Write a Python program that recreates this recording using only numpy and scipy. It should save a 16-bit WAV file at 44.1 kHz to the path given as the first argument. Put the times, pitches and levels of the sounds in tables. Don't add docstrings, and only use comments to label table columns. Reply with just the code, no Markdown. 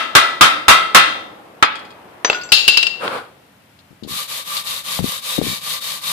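import sys
import numpy as np
from scipy import signal
from scipy.fft import rfft, irfft, next_fast_len
from scipy.io import wavfile
from scipy.ndimage import uniform_filter1d

SR = 44100
rng = np.random.default_rng(int(sys.argv[2]) if len(sys.argv) > 2 else 0)


def write(x):
    x = np.atleast_2d(x).T
    wavfile.write(sys.argv[1], SR, np.round(np.clip(x, -1, 1) * 32767).astype(np.int16))


N = 269892
TIME = np.arange(N) / SR
RING_TIME = TIME[:SR]

# frequency in Hz, relative level in dB per Hz.
AIR_SPECTRUM = [(29, -44.5), (50, -23.5), (87, -5), (200, -5), (225, -8), (299, -8.5), (418, -17),
                (570, -13), (759, -14.5), (2820, -20), (6660, -31.5), (12400, -30), (15000, -35)]
AIR_DB = -51
# frequency in Hz, relative level in dB per Hz.
WASH_SPECTRUM = [(70, -26), (180, -3), (500, 1.5), (900, 0), (1500, -7), (3000, -16.5), (6000, -35.5)]
WASH_DB, WASH_ENDS_S, WASH_RELEASE_DB_PER_S = -44, 3, 38

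# frequency in Hz, relative level in dB.
DRAG_SPECTRUM = [(59, -57), (100, -12.5), (297, -7), (500, 2), (748, -4), (1430, 0), (1880, -14),
                 (2320, -11.5), (4450, -19.5), (6090, -33), (9860, -28), (15000, -41)]
DRAG_S, DRAG_DB, DRAG_ATTACK_S, DRAG_HOLD_S = 2.992, -22, 0.052, 0.14
DRAG_EASE_DB_PER_S, DRAG_RELEASE_DB_PER_S = 22.5, 220
TAP_S, TAP_DB = 3.078, -8.5

# start in seconds, level at mid-stroke in dB.
STROKES = [(4.068, -29), (4.272, -30), (4.443, -28), (4.633, -29), (4.832, -27.5), (5.018, -28),
           (5.214, -27), (5.408, -28), (5.606, -27.5), (5.802, -29.5), (6.005, -25)]
LAST_STROKE_S = 0.22
STALL_DB, SPEED_POWER = -16.5, 0.77
LEAN_DB = 3
# frequency in Hz, relative level in dB.
BRISTLE_SPECTRUM = [(120, -50), (200, -9), (219, -80), (375, -30), (517, -13.5), (740, -20), (1160, -7.5),
                    (1270, -15), (1690, -16), (3780, -4), (5710, -14), (12600, -12.5), (14500, -20)]
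# frequency in Hz, width in Hz, relative level in dB.
RUBBED_MODES = [(165, 45, -13), (530, 35, -14), (661, 14, -17), (1060, 25, -12), (1172, 22, -.5),
                (1600, 25, -15), (1830, 30, -9), (2020, 22, -8), (2290, 50, -5), (3148, 20, -9),
                (3680, 30, -4), (3755, 25, 4), (4340, 160, 0)]
# start in seconds, level in dB.
SNAGS = [(3.789, -46), (4.034, -34.5), (4.568, -17.5), (4.67, -24.5), (5.323, -32)]

# start in seconds, ring in dB, knock in dB, frequency in Hz that the contact point favours.
CLINKS = [(2.247, -14.5, -4.5, 5760), (2.2989, -13, -8, 2704), (2.301, -23.5, -30, 7350),
          (2.329, -26, -13, 4950), (2.346, -14.5, -31.5, 1453), (2.413, -25, -39, 4340),
          (2.435, -26.5, -36.5, 7400), (2.49, -32.5, -32, 4930)]
# frequency in Hz, relative level in dB, t60 in seconds.
ROD_MODES = [(1453, -3, .32), (2660, 15, .026), (2740, 11, .03), (3390, -2, .15), (4436, -6, .14),
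             (4880, 0, .09), (4970, -1, .1), (6045, 3, .13), (7332, -8, .28), (7364, -11, .28),
             (9530, -26, .35), (14200, -28, .7), (14340, -27, .7), (14470, -29, .7)]
# frequency in Hz, relative level in dB.
KNOCK_SPECTRUM = [(60, -16.5), (400, 14), (1000, 12.5), (2000, 10), (4300, 4.5), (6500, -20.5),
                  (10000, -57.5), (15000, -78.5)]

# start in seconds, ring in dB, knock in dB.
BOUNCES = [(2.5196, -2.5, 7), (2.679, -3.5, 6.5), (2.7719, -9, 1), (2.829, -19, -5), (2.8675, -20, -10.5)]
# frequency in Hz, relative level in dB, t60 in seconds.
BAR_MODES = [(1470, -13, .3), (2706, 3, .35), (2722, 6, .42), (2740, 9, .07), (2918, -7, .2),
             (3747, -9, .25), (3930, -5, .35), (4060, -7, .35), (4190, -7, .3), (4350, -4, .35),
             (4651, -10, .3), (4896, 0, .28), (4912, 0, .28), (4940, 6, .07), (7000, -17, .25),
             (7350, -15, .22), (8620, -17, .22)]
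# frequency in Hz, relative level in dB.
BAR_KNOCK_SPECTRUM = [(60, -29.5), (450, -14.5), (1800, -14), (2450, -5), (2750, 10), (3400, -5),
                      (4800, -1), (6500, -17.5), (10000, -24), (15000, -46)]
# frequency in Hz, relative level in dB.
CLATTER_SPECTRUM = [(300, -26), (2000, -19), (2560, -20), (2800, -5), (3300, -5), (4200, 0), (5400, -13),
                    (6100, -19), (7000, -14), (7900, -25), (9500, -24), (15000, -34)]
CLATTER_DB, CLATTER_LOSS_DB = -7.5, 7.5

# start in seconds, level in dB.
ROCKS = [(1.646, -22), (1.754, -32), (1.791, -38), (1.849, -42.5), (1.905, -44)]
# frequency in Hz, relative level in dB, t60 in seconds.
HAMMER_MODES = [(2490, -4.5, .3), (3300, -3.5, 0.18), (3354, -2, .18), (4430, -7.5, 0.119),
                (4950, -6, 0.091), (5060, -6.5, .1), (6800, -13, 0.093), (8600, -12, .08)]

# start in seconds, thump level in dB, frequency in Hz.
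BUMPS = [(4.025, -20, 231), (4.99, -6.5, 794), (5.042, -5, 240), (5.382, -7, 450), (5.3873, -2, 253),
         (5.415, -3, 450), (5.468, -12, 312)]
# start in seconds, length in seconds, first slip in dB.
GRIPS = [(3.901, .04, -34.5), (4.032, .13, -20.5), (4.991, .04, -9), (5.012, .08, -19.5), (5.418, .12, -13)]
SLIP_HZ, SLIPS_PER_S, SLIP_FADE_DB_PER_S = 207, 65, 68

# start in seconds, level in dB, relative crack level in dB, crack t60 in seconds.
BLOWS = [(-.115, -2, 0.5, 0.1), (0.1515, -1.5, 0, 0.12), (0.4096, -1.5, -3, 0.18), (.6818, 1, -4.5, 0.19),
         (.947, -0.5, 1.5, .12)]
BLOW_TOP_HZ = 11500
LAID_S, LAID_DB, LAID_CRACK_DB, LAID_T60_S, LAID_TOP_HZ = 1.6253, -18, 15, 0.069, 2800
# frequency in Hz, relative level in dB, t60 in seconds.
FRAME_MODES = [(661, -15, .7), (715, -14, .6), (1071, -9, .45), (1138, -11, .4), (1239, -6, .45),
               (1275, -3, .6), (1300, -1, .65), (1322, -1, .65), (1365, -4, .55), (1398, -8, .5),
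               (1572, -10, .45), (1716, -9, .55), (1971, -4, .55), (2003, -8, .55), (2037, -2, .5),
               (2102, -10, .6), (2453, -3, .5), (2720, -4, .5), (3087, -10, .45), (3175, -6, .55),
               (3310, -6, .5), (3620, -5, .5), (3690, -6, .5), (3730, -7, .5), (3970, -10, .45),
               (4358, -13, .5), (4660, -17, .5), (4970, -16, .55), (5770, -22, .45), (6832, -22, .4)]
# frequency in Hz, relative level in dB.
WEAK_SPECTRUM = [(300, -21), (800, -4.5), (1300, 3.5), (2500, 3), (4200, -2), (5500, -19.5), (8500, -12.5),
                 (11500, -13.5), (14500, -30)]
# frequency in Hz, relative level in dB.
CRACK_SPECTRUM = [(60, -24), (300, -16.5), (750, -13.5), (1250, 0.5), (1800, -9), (3500, -9), (6000, -19),
                  (10000, -23.5), (15000, -27.5)]

# frequency in Hz, left minus right in dB.
PORT_BALANCE = [(100, -0.5), (380, 1.5), (750, 1), (1290, 0), (2380, 4), (4390, 11.5), (8100, 2),
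                (14000, 0)]
TOP_HZ = 15100


def undb(db):
    return 10 ** (np.asarray(db) / 20)


def unit(x):
    return x / np.sqrt(np.mean(x ** 2))


def gain_at(hz, spectrum):
    f, db = np.transpose(spectrum)
    return undb(np.interp(np.log(hz + 1), np.log(f), db))


def colour(x, spectrum):
    length = x.shape[-1]
    size = next_fast_len(length)
    gains = gain_at(np.fft.rfftfreq(size, 1 / SR), spectrum)
    return unit(irfft(rfft(x, size) * gains, size)[..., :length])


def ports(x, alike_hz):
    treble = signal.butter(1, alike_hz, "high", fs=SR, output="sos")
    side = signal.sosfilt(treble, x[1])
    return np.array([x[0] + side, x[0] - side])


def noise(spectrum, size):
    return colour(ports(rng.standard_normal((2, size)), alike_hz=710), spectrum)


def pan(db):
    return undb(np.array([[1], [-1]]) * db / 2)


def wander(rate):
    points = rng.standard_normal(N // 100)
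    return 1.2 * np.interp(TIME * rate, np.arange(len(points)), points)


def fade(t60):
    return np.exp(-np.log(1000) * RING_TIME / t60)


def burst(spectrum, t60, contact_s=0.00045):
    return noise(spectrum, size=SR) * fade(t60) * np.clip(RING_TIME / contact_s, 0, 1)


def partials(modes):
    hz, db, t60 = np.transpose(modes)
    poles = (2j * np.pi * hz - np.log(1000) / t60).astype(np.complex64)
    gains = undb(db) * np.sqrt(2 / np.sum(undb(db) ** 2))
    return gains.astype(np.float32)[:, None] * np.exp(poles[:, None] * RING_TIME.astype(np.float32))


def strike(waves, weight=1):
    shape = (2, len(waves))
    scatter = undb(2 * rng.standard_normal(shape))
    gains = weight * scatter * np.exp(2j * np.pi * rng.random(shape))
    contact = np.clip(RING_TIME / 0.00083, 0, 1)
    return (gains.astype(np.complex64) @ waves).imag * contact


def friction(spread_db):
    size_db = spread_db * np.minimum(rng.exponential(size=N), 5)
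    return rng.standard_normal((2, N)) * undb(size_db)


def add(out, s, sound):
    start = int(s * SR)
    first, last = max(start, 0), min(start + sound.shape[-1], N)
    out[:, first:last] += sound[:, first - start:last - start]


def background():
    past_end_s = np.maximum(TIME - WASH_ENDS_S, 0)
    wash_db = WASH_DB - WASH_RELEASE_DB_PER_S * past_end_s + 0.8 * wander(rate=6.4)
    air = noise(AIR_SPECTRUM, size=N) * undb(AIR_DB)
    return air + noise(WASH_SPECTRUM, size=N) * undb(wash_db)


def workshop(x, wet_db, low_t60=1.49, high_t60=0.5):
    low = burst([(60, -5.0), (300, 5.0), (800, 0.0), (1400, -25.5), (4000, -36), (15000, -57.5)], low_t60)
    high = burst([(300, -4.5), (1500, 0.5), (4000, 0), (7000, -7.5), (15000, -15.5)], high_t60)
    tail = (undb(-15.5) * low + high) * np.clip(RING_TIME / 0.018, 0, 1)
    direct = RING_TIME == 0
    response = undb(wet_db) * unit(tail) / np.sqrt(SR) + direct
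    return signal.fftconvolve(x, response, axes=1)[:, :N]


def drag():
    age = TIME - DRAG_S
    lifted = np.maximum(age - DRAG_ATTACK_S - DRAG_HOLD_S, 0)
    pull_db = DRAG_DB - DRAG_EASE_DB_PER_S * age - DRAG_RELEASE_DB_PER_S * lifted
    pull = np.clip(age / DRAG_ATTACK_S, 0, 1) * undb(pull_db)
    judder = undb(1.9 * wander(rate=21))
    out = colour(ports(friction(spread_db=1.5), alike_hz=900), DRAG_SPECTRUM) * judder * pull
    add(out, TAP_S, undb(TAP_DB) * burst(KNOCK_SPECTRUM, t60=0.016))
    return out


def scrubbing(touch_s=0.017):
    starts, db = np.transpose(STROKES)
    turns = np.append(starts, starts[-1] + LAST_STROKE_S)
    count = np.arange(len(turns))
    swing = np.interp(TIME, turns, count)
    speed = np.abs(np.sin(np.pi * swing))
    pressure_db = np.interp(swing, count[:-1] + 0.5, db) - LEAN_DB / 2 * np.cos(np.pi * swing)
    touch = np.clip((TIME - starts[0]) / touch_s, 0, 1)
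    return touch * undb(pressure_db) * np.hypot(speed ** SPEED_POWER, undb(STALL_DB))


def brush(hiss_db=5.0, ring_db=0.0):
    chatter_db = 0.67 * wander(rate=140)
    motion = scrubbing() * undb(chatter_db)
    hiss = colour(friction(spread_db=2.0), BRISTLE_SPECTRUM) * motion
    push = unit(friction(spread_db=3.0)) * motion
    song = 0
    for hz, width, db in RUBBED_MODES:
        mode_db = db + 2.8 * wander(rate=6.4)
        gain = undb(mode_db) * np.sqrt(SR / 2 / width / len(RUBBED_MODES))
        song = song + signal.lfilter(*signal.iirpeak(hz, hz / width, fs=SR), push * gain)
    out = undb(hiss_db) * hiss + undb(ring_db) * song
    for s, db in SNAGS:
        add(out, s, undb(db) * burst(CLATTER_SPECTRUM, t60=0.11))
    return out * pan(db=-1.7)


def clinks():
    out, rod = np.zeros((2, N)), partials(ROD_MODES)
    mode_hz = np.array(ROD_MODES)[:, 0]
    for s, ring_db, knock_db, favoured_hz in CLINKS:
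        distance = np.log(mode_hz / favoured_hz) / 0.18
        weight = 0.65 + 4.2 * np.exp(-distance ** 2)
        knock = burst(KNOCK_SPECTRUM, t60=0.035) + undb(-17.5) * burst(KNOCK_SPECTRUM, t60=0.45)
        add(out, s, undb(ring_db) * strike(rod, weight) + undb(knock_db) * knock)
    return out


def bounces(bench_db=-42):
    out, bar = np.zeros((2, N)), partials(BAR_MODES)
    for k, (s, ring_db, knock_db) in enumerate(BOUNCES):
        clatter = undb(CLATTER_DB - k * CLATTER_LOSS_DB) * burst(CLATTER_SPECTRUM, t60=0.44)
        ring = undb(ring_db) * strike(bar) + clatter
        rumble = undb(bench_db) * burst(KNOCK_SPECTRUM, t60=1.3)
        knock = burst(BAR_KNOCK_SPECTRUM, t60=0.044) + rumble
        add(out, s, pan(db=1.0) * (ring + undb(knock_db) * knock))
    return out


def slips(scatter_db=1.0, scatter_octaves=0.48):
    rows = []
    for start, length, db in GRIPS:
        late, loud, high = rng.standard_normal((16, 3)).clip(-1.5, 1.5).T
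        age = np.abs(np.arange(len(late)) + late / 4) / SLIPS_PER_S
        slip_db = db - SLIP_FADE_DB_PER_S * age + scatter_db * loud
        slip_hz = SLIP_HZ * 2 ** (scatter_octaves * high)
        run = np.c_[start + age, slip_db, slip_hz]
        rows += list(run[age < length])
    return rows


def fingers(cycles=0.38, rub_db=-17):
    out = np.zeros((2, N))
    for s, db, hz in BUMPS + slips():
        age = RING_TIME * hz / cycles
        thump = age * np.exp(1 - age) * np.sin(2 * np.pi * hz * RING_TIME)
        rub = burst([(40, -5), (120, -0.5), (450, 1.0), (900, -23.5), (2500, -33), (9000, -70)], t60=0.081)
        add(out, s, undb(db) * (thump + undb(rub_db) * rub) * undb([[0], [-28]]))
    return out


def settling(tick_db=-3):
    out, modes = np.zeros((2, N)), partials(HAMMER_MODES)
    for s, db in ROCKS:
        tick = undb(tick_db) * burst(CLATTER_SPECTRUM, t60=0.095)
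        add(out, s, undb(db) * (strike(modes) + tick))
    return out


def weak_modes(count=220, t60_at_2khz=0.56):
    hz = np.geomspace(300, 14000, count) * (1 + 0.007 * rng.standard_normal(count))
    uneven_db = np.interp(hz, [4000, 8000], [3, 8]) * rng.standard_normal(count).clip(-2, 1.5)
    db = 20 * np.log10(gain_at(hz, WEAK_SPECTRUM)) + uneven_db
    return partials(np.c_[hz, db, t60_at_2khz * (hz / 2000) ** -0.16])


def hammer(weak_db=-11, ring_db=-4.0, crack_db=10):
    out, weak, strong = np.zeros((2, N)), weak_modes(), partials(FRAME_MODES)
    contacts = [(*blow, BLOW_TOP_HZ) for blow in BLOWS]
    contacts.append((LAID_S, LAID_DB, LAID_CRACK_DB, LAID_T60_S, LAID_TOP_HZ))
    for s, db, contact_db, crack_t60, top_hz in contacts:
        ring = undb(ring_db) * strike(strong) + undb(weak_db) * strike(weak)
        shortened = ring * fade(t60=5.0)
        crack = undb(crack_db + contact_db) * burst(CRACK_SPECTRUM, crack_t60)
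        softness = signal.butter(2, top_hz, fs=SR, output="sos")
        blow = undb(db) * signal.sosfilt(softness, shortened + crack)
        add(out, s, workshop(blow, wet_db=-17.5))
    return out


def scene():
    loose_steel = workshop(clinks() + settling(), wet_db=-19.5) + workshop(bounces(), wet_db=-17)
    brushing = workshop(drag() + brush(), wet_db=-23.5)
    return background() + brushing + loose_steel + fingers() + hammer()


def record(dry):
    size = next_fast_len(N + SR // 10)
    ratio = gain_at(np.fft.rfftfreq(size, 1 / SR), PORT_BALANCE)
    gains = np.array([ratio, np.ones_like(ratio)]) * np.sqrt(2 / (1 + ratio ** 2))
    heard = irfft(rfft(dry, size) * gains, size)[:, :N]
    loudness = uniform_filter1d(np.abs(heard).clip(0, 4), size=220)
    bias = 0.1 * loudness ** 2 / 4
    clipped = np.clip(heard + bias, -0.98, 0.98)
    rumble_cut = signal.butter(2, 35, "high", fs=SR, output="sos")
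    top_cut = signal.ellip(8, 0.2, 70, TOP_HZ, fs=SR, output="sos")
    return signal.sosfilt(top_cut, signal.sosfilt(rumble_cut, clipped))


dry = scene()
out = record(dry)
write(out)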